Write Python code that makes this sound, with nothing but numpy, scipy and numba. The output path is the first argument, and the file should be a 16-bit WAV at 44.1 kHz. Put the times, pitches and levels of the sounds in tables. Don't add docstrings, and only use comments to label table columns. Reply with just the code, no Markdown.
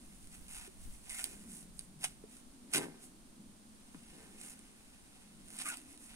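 import sys
import numpy as np
from scipy import signal
from scipy.fft import rfft, irfft
from scipy.io import wavfile
from scipy.ndimage import uniform_filter1d
from numba import njit

SR = 44100
rng = np.random.default_rng(int(sys.argv[2]) if len(sys.argv) > 2 else 0)


def dump(signal):
    limited = np.clip(np.atleast_2d(signal).T, -1, 1)
    pcm = np.round(limited * 32767).astype(np.int16)
    wavfile.write(sys.argv[1], SR, pcm)


N = 271215
TIME = np.arange(N) / SR

# [start t/s, length/s, fibre crackle level/dB, papery rub level/dB]
TEARS = [(0.488, 0.1, -50.5, -58), (0.585, 0.091, -56, -61), (1.095, 0.17, -47.5, -58.5),
         (2.044, 0.0044, -33.5, -38), (2.735, 0.044, -32.5, -36.5), (5.599, 0.021, -47, -48.5),
         (5.656, 0.056, -46.5, -57), (5.721, 0.026, -54, -49)]
# [middle t/s, half length/s, crackle level/dB, rub level/dB]
SLIDES = [(0.163, 0.84, -63.5, -73), (0.345, 0.035, -54.5, -61.5), (0.592, 0.063, -55, -58),
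          (0.83, 0.038, -57.5, -67.5), (0.942, 0.042, -57.5, -67), (1.074, 0.018, -60, -59),
          (1.194, 0.014, -44.5, -52), (1.24, 0.21, -54, -62.5), (1.556, 0.077, -51, -64.5),
          (1.812, 0.06, -59, -79), (2.046, 0.033, -45.5, -53), (2.349, 0.06, -58.5, -66),
          (2.723, 0.021, -56, -60), (2.844, 0.17, -77, -65.5), (3.046, 0.037, -55.5, -72),
          (4.22, 0.39, -63, -66.5), (4.466, 0.077, -50.5, -59.5), (4.987, 0.98, -67.5, -70),
          (5.65, 0.14, -49, -57), (5.692, 0.013, -39, -60), (5.917, 0.061, -59.5, -67),
          (6.045, 0.053, -55, -68.5), (6.128, 0.084, -61, -62.5)]
# [t/s, click level/dB, jolt to the leaf level/dB, dry treble crack level/dB]
SNAPS = [(0.2442, -48, -59, -70), (0.2727, -45, -64, -70), (0.4828, -41.5, -59, -70),
         (0.506, -43, -53, -68), (0.5346, -45, -60, -68), (0.5837, -40, -46, -68), (0.6503, -53, -46, -70),
         (0.6777, -47, -66, -70), (1.0954, -34, -48, -60), (1.1078, -37, -50, -66), (1.122, -37, -46, -60),
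         (1.1452, -39, -51, -62), (1.1503, -34, -50, -62), (1.183, -35, -45, -60),
         (1.1928, -40, -35.5, -60), (1.2166, -39, -54, -64), (1.2418, -20.5, -52, -33),
         (1.6283, -45, -61, -70), (1.7925, -27, -62, -57), (1.8047, -46, -66, -70), (1.8098, -43, -56, -70),
         (2.0325, -34, -49, -62), (2.0404, -22, -31, -60), (2.0435, -25, -26.5, -60),
         (2.0496, -26, -36, -62), (2.0597, -32, -57, -64), (2.3684, -41, -59, -70), (2.7162, -45, -60, -70),
         (2.7354, -27, -44, -60), (2.7374, -24, -42, -58), (2.7418, -21.5, -43, -55),
         (2.7479, -35, -20, -58), (2.7654, -29, -33, -58), (2.769, -35, -26, -58), (2.781, -19.5, -51, -56),
         (2.787, -29, -46, -62), (4.4134, -36, -62, -70), (4.5919, -40, -68, -67), (5.4843, -43, -56, -70),
         (5.5042, -37, -50, -58), (5.5873, -30, -50, -53), (5.5896, -28, -52, -58), (5.6027, -36, -60, -60),
         (5.6146, -28.5, -48, -58), (5.6197, -29, -37, -60), (5.6698, -31, -54, -56),
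         (5.688, -28, -52, -60), (5.7438, -35.5, -50, -62), (5.7658, -48, -62, -66),
         (5.7713, -33.5, -50, -46), (5.781, -43, -64, -62), (5.9762, -40, -66, -70)]
# [start t/s, length/s, level/dB, release/s]
FLEXES = [(1.253, 0.066, -63.5, 0.13), (2.754, 0.036, -41, 0.035), (2.815, 0.019, -46, 0.06),
          (4.13, 0.11, -63.5, 0.23)]
# [t/s, slip rate f/Hz, level/dB, ring of the leaf f/Hz]
SQUEAKS = [
    [(1.09, 160, -68, 2110), (1.097, 160, -53.5, 2100), (1.13, 123, -54, 1990), (1.17, 150, -57, 2250),
     (1.208, 207, -59, 1480), (1.25, 200, -72, 1500)],
    [(5.63, 390, -81, 1480), (5.658, 400, -42.5, 1390), (5.675, 350, -47.5, 1220),
     (5.692, 420, -43.5, 1590), (5.707, 440, -46.5, 1500), (5.724, 690, -52.5, 1400),
     (5.775, 650, -73, 1420)],
]
# [t/s, level/dB, first pitch f/Hz, last pitch f/Hz, t60/s, contact tick level/dB]
KNOCKS = [(0.676, -46, 387, 365, 0.1, -60), (2.238, -35.5, 424, 398, 0.033, -55),
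          (3.946, -39, 269, 132, 0.09, -47)]
# [f/Hz, width/Hz, level/dB]
LEAF_MODES = [(764, 58, 0), (1540, 174, 1), (2050, 180, 3), (2580, 300, 7.5)]
# [f/Hz, width/Hz, level/dB]
HOLLOW_MODES = [(166, 48, 6), (260, 80, 7), (340, 19, 8.5), (385.5, 19, 9.5), (791, 46, 1.5),
                (1547, 37, -0.5), (1724, 50, -7), (2000, 27, -10), (1950, 560, -26)]
# [f/Hz, width/Hz, level/dB]
EAR_MODES = [(452, 35, 3), (735, 230, -4.5), (1090, 210, -4), (1390, 44, -6), (1700, 91, -7)]
# [f/Hz, level/dB]
FIBRE_COLOUR = [(600, -40), (2000, 0), (3000, -22.5), (4700, -1), (6500, 6.5), (9000, 9), (11000, 7),
                (12500, -1), (15500, -6.5)]
# [f/Hz, level/dB]
PAPER_COLOUR = [(200, -13), (500, -14), (800, 5), (1100, -2), (1600, 1), (2400, 3.5), (3500, 1), (6000, -2),
                (12000, -58)]
# [f/Hz, level/dB]
RIB_COLOUR = [(400, -13), (1500, 2), (3000, 10), (4500, 13), (6500, 5.5), (8500, 8.5), (11000, 8),
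              (13000, -30), (15500, -28)]
# [f/Hz, level/dB]
CRACK_COLOUR = [(1200, -18), (2800, 9), (5000, 11), (8500, -8), (13300, 11), (15500, 8)]
# [t/s, level/dB, centre f/Hz]
MURMUR_EARLY = [
    (0.0, -57, 206), (0.07, -63.5, 192), (1.1, -74.5, 225), (1.45, -53.5, 213), (1.72, -61, 187),
    (2.04, -58.5, 176), (2.51, -67, 247), (2.54, -62, 245), (2.68, -57.5, 232)]
MURMUR_LATE = [
    (3.0, -60, 221), (3.35, -64, 230), (3.39, -56, 210), (3.67, -65.5, 218), (4.58, -63, 216),
    (4.89, -77, 222), (5.46, -58, 205), (5.93, -65, 268), (6.15, -64, 197)]
# [middle t/s, half length/s, level/dB]
PUFFS = [(0.25, 0.034, -58), (0.413, 0.062, -51.5), (0.55, 0.06, -59), (0.854, 0.11, -53),
         (1.343, 0.057, -59)]
# [f/Hz, level/dB]
FOLIAGE_COLOUR = [(100, 13.5), (380, 6.5), (550, 6.5), (1000, 4), (2000, -1.5), (4000, -0.5), (7000, -2.5),
                  (9500, -1.5), (11000, -10.5), (12500, -9.5), (15500, -16.5)]
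# [f/Hz, level/dB]
BUFFET_COLOUR = [(15, 0), (35, -5), (60, -5), (100, -20), (200, -19), (600, -46)]
# [f/Hz, width/Hz, added resonance level/dB]
PORTS = [
    [(327, 120, -6), (9250, 890, -10), (10770, 1630, 3)],
    [(9150, 2220, 6.5)],
]

LEFT_LAG = 6
TOP_HZ = 15700
TEAR_ATTACK_S, TEAR_RELEASE_S, TEAR_EASE = 0.0042, 0.0014, 0.0085
SETTLE_S, SETTLE_DB = 0.023, -10
JERKS_PER_S, JERK_SPREAD, JERK_SHARE = 150, .25, .25
BEND_SHARE, BENDS_PER_S = .035, 22
RIB_HZ, RIB_RING_S, RIB_SPREAD = 8900, .00024, .04
CHEST_ECHO_S, CHEST_ECHO_DB = 0.001312, -7
FLEX_ATTACK_S = 0.0081
MURMUR_SHIFT_DB, MURMUR_STEADY_DB = -1, -67.5
DRAUGHT_DB, CALM_DB, DRAUGHT_ENDS_S = -57, -64.5, 2.3


def tearing():
    crackle_db, rub_db = handwork()
    effort = np.clip((crackle_db + 56) / 12, 0, 1)
    breaks_per_s = 3400 - 1000 * effort
    spread_db = 3.4 + .5 * effort
    fibres = grains(breaks_per_s, spread_db)
    slipping = jerks(depth=.55 + .35 * effort)
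    flutter_db = 1.7 * walk(45)

    crackle_energy = fibres * (1 + slipping) / 2 * undb(crackle_db + flutter_db / 2) ** 2
    crackle = bursts(crackle_energy, FIBRE_COLOUR, ring_s=.0002, scatter_db=-3)

    ridges = grains(breaks_per_s / 2, spread_db)
    catches = slipping * (fibres + ridges) / 2 * undb(rub_db + flutter_db) ** 2
    rub = bursts(catches, PAPER_COLOUR, ring_s=.0003, scatter_db=-6)
    ring = ahead(leaf(noise() * np.sqrt(catches)))
    return undb(-7) * crackle + undb(-3) * rub + undb(3) * ring


def handwork():
    energy = np.zeros((2, N))
    for start, length, *db in TEARS:
        ease = TEAR_EASE * length
        tear = held(start, length, TEAR_ATTACK_S + ease, TEAR_RELEASE_S + ease)
        settling = undb(SETTLE_DB) ** 2 * fade(tear, SETTLE_S)
        energy += np.outer(undb(db) ** 2, tear + settling)
    for middle, half_length, *db in SLIDES:
        energy += np.outer(undb(db) ** 2, swell(middle, half_length))
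    return 10 * np.log10(energy)


def jerks(depth):
    rate = JERKS_PER_S * np.exp(JERK_SPREAD * walk(JERKS_PER_S))
    cycles = np.cumsum(rate) / SR
    strength = rng.uniform(.3, 1.7, N)[cycles.astype(int)]
    pulse = np.exp(-(cycles % 1) / JERK_SHARE) * strength
    return 1 - depth + depth * pulse / pulse.mean()


def leaf(x):
    bend = np.exp(BEND_SHARE * walk(BENDS_PER_S))
    return sum(undb(db) * bandpass(x, hz * bend, float(width)) for hz, width, db in LEAF_MODES)


def snaps():
    breaks, rings, jolts, cracks = np.zeros((4, N))
    age = TIME[:SR // 200]
    for (s, db, jolt_db, crack_db), chance in zip(SNAPS, rng.standard_normal(len(SNAPS))):
        i = int(s * SR)
        hz = RIB_HZ * np.exp(RIB_SPREAD * chance)
        ring = age * np.exp(-age / RIB_RING_S) * np.sin(2 * np.pi * hz * age)
        rings[i:i + len(age)] += undb(db) * ring / np.linalg.norm(ring)
        breaks[i], jolts[i], cracks[i] = undb(db), undb(jolt_db), undb(crack_db)

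    direct = colour(breaks, RIB_COLOUR) + undb(-0.5) * rings + undb(18) * leaf(jolts)
    chest_echo = undb(CHEST_ECHO_DB) * np.roll(direct, int(CHEST_ECHO_S * SR))
    splinters = bursts(breaks ** 2, RIB_COLOUR, ring_s=.0009, scatter_db=-9)
    crack = bursts(cracks ** 2, CRACK_COLOUR, ring_s=.0005, scatter_db=-9)
    return ahead(direct + chest_echo) + undb(-1.5) * splinters + undb(15) * crack


def flap():
    energy = sum(undb(db) ** 2 * held(start, length, FLEX_ATTACK_S, release)
                 for start, length, db, release in FLEXES)
    buckles = grains(rate=700, spread_db=3) * jerks(depth=.8)
    buckling = noise() * np.sqrt(fade(buckles, .0006))
    band = signal.butter(4, [112, 2600], "bandpass", fs=SR, output="sos")
    body = signal.sosfilt(band, resonate(buckling, HOLLOW_MODES))
    return ahead(even(body) * np.sqrt(energy))


def squeak(table):
    rate, level_db, ring_hz = curves(table)
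    cycles = np.floor(np.cumsum(rate * np.exp(0.1 * walk(300))) / SR)
    slips = np.diff(cycles, prepend=0) * undb(3.9 * walk(400))
    width_hz = 270.0
    lower = bandpass(bandpass(slips, ring_hz, width_hz), ring_hz, width_hz)
    upper = bandpass(bandpass(slips, 1.63 * ring_hz, 2 * width_hz), 1.73 * ring_hz, 2 * width_hz)
    touching = (TIME > table[0][0]) & (TIME < table[-1][0])
    damped = signal.sosfilt(signal.butter(4, 2900, fs=SR, output="sos"), lower + undb(-4) * upper)
    return ahead(even(damped) * undb(level_db) * touching)


def knocks():
    thuds, contact = np.zeros(N), np.zeros(N)
    sag_s, attack_s = 0.014, .0016
    for s, db, first_hz, last_hz, t60, tick_db in KNOCKS:
        age = np.maximum(TIME - s, 0)
        cycles = last_hz * age + (first_hz - last_hz) * sag_s * (1 - np.exp(-age / sag_s))
        envelope = (1 - np.exp(-age / attack_s)) * np.exp(-np.log(1000) * age / t60)
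        thuds += undb(db - 2.5) * np.sin(2 * np.pi * cycles) * envelope
        contact[int(s * SR)] += undb(tick_db) ** 2
    ticks = bursts(contact, PAPER_COLOUR, ring_s=.003, scatter_db=-14)
    dull_ticks = signal.sosfilt(signal.butter(2, 2000, fs=SR, output="sos"), ticks)
    ring = resonate(np.sqrt(contact), EAR_MODES)
    return ahead(thuds + undb(30.5) * ring) + undb(15) * dull_ticks


def bursts(energy, points, ring_s, scatter_db):
    direct = colour(noise() * np.sqrt(fade(energy, ring_s)), points)
    return ahead(direct) + undb(scatter_db) * scatter(energy, points)


def scatter(energy, points):
    return np.array([colour(noise() * np.sqrt(fade(energy, .003)), points) for _ in range(2)])


def ahead(x):
    return np.array([np.roll(x, LEFT_LAG), x])


def trees(x, t60, wet_db, top_hz):
    age = TIME[:SR // 2]
    envelope = np.exp(-np.log(1000) * age / t60) * (1 - np.exp(-age / 0.0016))
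    tail = rng.standard_normal((2, len(age))) * envelope
    tail /= np.linalg.norm(tail, axis=1, keepdims=True)
    tail = signal.lfilter(*signal.butter(1, top_hz, fs=SR), tail)
    return undb(wet_db) * signal.fftconvolve(x, tail, axes=1)[:, :N]


def breeze():
    level_db, centre_hz = curves([*MURMUR_EARLY, *MURMUR_LATE])
    width_hz = 102.0
    strength = np.hypot(undb(level_db + MURMUR_SHIFT_DB), undb(MURMUR_STEADY_DB))
    band = bandpass(bandpass(noise(), centre_hz, width_hz), centre_hz, width_hz)
    murmur = unit(band) * strength * undb(0.24 * walk(25))

    rustle = np.array([colour(noise(), FOLIAGE_COLOUR) for _ in range(2)])
    hiss = rustle * undb(-64 + .5 * walk(3.22))

    draught = undb(np.interp(TIME, [0, DRAUGHT_ENDS_S], [DRAUGHT_DB, CALM_DB]))
    puffs = sum(undb(db) ** 2 * swell(middle, half_length) for middle, half_length, db in PUFFS)
    air = np.sqrt(draught ** 2 + puffs)
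    shared = noise()
    eddies = np.array([unit(colour(noise() + 0.94 * shared, BUFFET_COLOUR)) for _ in range(2)])
    lumps_db = 2 * walk(16)
    return ahead(murmur) + hiss + eddies * air * undb(lumps_db)


def undb(db):
    return 10 ** (np.asarray(db) / 20)


def unit(x):
    return x / np.sqrt(np.mean(x ** 2))


def even(x):
    return x / np.sqrt(uniform_filter1d(x ** 2, size=900) + 1e-9 * np.mean(x ** 2))


def noise():
    return rng.standard_normal(N)


def walk(rate):
    k = int(SR / rate)
    steps = np.repeat(noise()[:N // k + 1], k)
    return 1.3 * uniform_filter1d(uniform_filter1d(steps, k), k)[:N]


def grains(rate, spread_db):
    struck = rng.random(N) < rate / SR
    size_db = spread_db * np.clip(noise(), -2, 2)
    energy = struck * undb(size_db) ** 2 + 1e-6
    return energy / uniform_filter1d(energy, size=900)


def fade(energy, seconds):
    keep = np.exp(-1 / (seconds * SR))
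    return signal.lfilter([1 - keep], [1, -keep], energy)


def swell(middle, half_length):
    return np.exp(-2 * ((TIME - middle) / half_length) ** 2)


def held(start, length, attack, release):
    before = np.maximum(start - TIME, 0) / attack
    after = np.maximum(TIME - start - length, 0) / release
    return np.exp(-2 * np.minimum(before + after, 20))


def curves(table):
    s, *columns = np.transpose(table)
    return [np.interp(TIME, s, c) for c in columns]


def colour(x, points):
    hz, db = np.transpose(points)
    grid = np.linspace(1, SR / 2, 513)
    outline = undb(np.interp(np.log(grid), np.log(hz), db))
    cepstrum = irfft(np.log(outline))
    half = len(cepstrum) // 2
    folded = np.r_[cepstrum[0], 2 * cepstrum[1:half], np.zeros(half)]
    response = irfft(np.exp(rfft(folded)))
    return signal.fftconvolve(x, response / np.linalg.norm(response))[:N]


@njit
def bandpass(x, hz, width):
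    y, band, low = np.empty(len(x)), 0., 0.
    for i in range(len(x)):
        g = np.tan(np.pi * hz[i] / SR)
        k = width / hz[i]
        v = (band + g * (x[i] - low)) / (1 + g * (g + k))
        band = 2 * v - band
        low = low + 2 * g * v
        y[i] = k * v
    return y


def resonate(x, modes):
    return sum(undb(db) * bandpass(x, np.full(N, float(hz)), float(width)) for hz, width, db in modes)


def scene():
    squeaks = sum(squeak(table) for table in SQUEAKS)
    husk = tearing() + snaps() + flap() + squeaks + knocks()
    return husk + trees(husk, t60=0.076, wet_db=-5, top_hz=4070) + breeze()


def record(dry):
    coloured = np.array([x + resonate(x, port) for x, port in zip(dry, PORTS)])
    return signal.sosfilt(signal.ellip(10, .2, 80, TOP_HZ, fs=SR, output="sos"), coloured)


dry = scene()
out = record(dry)
dump(out)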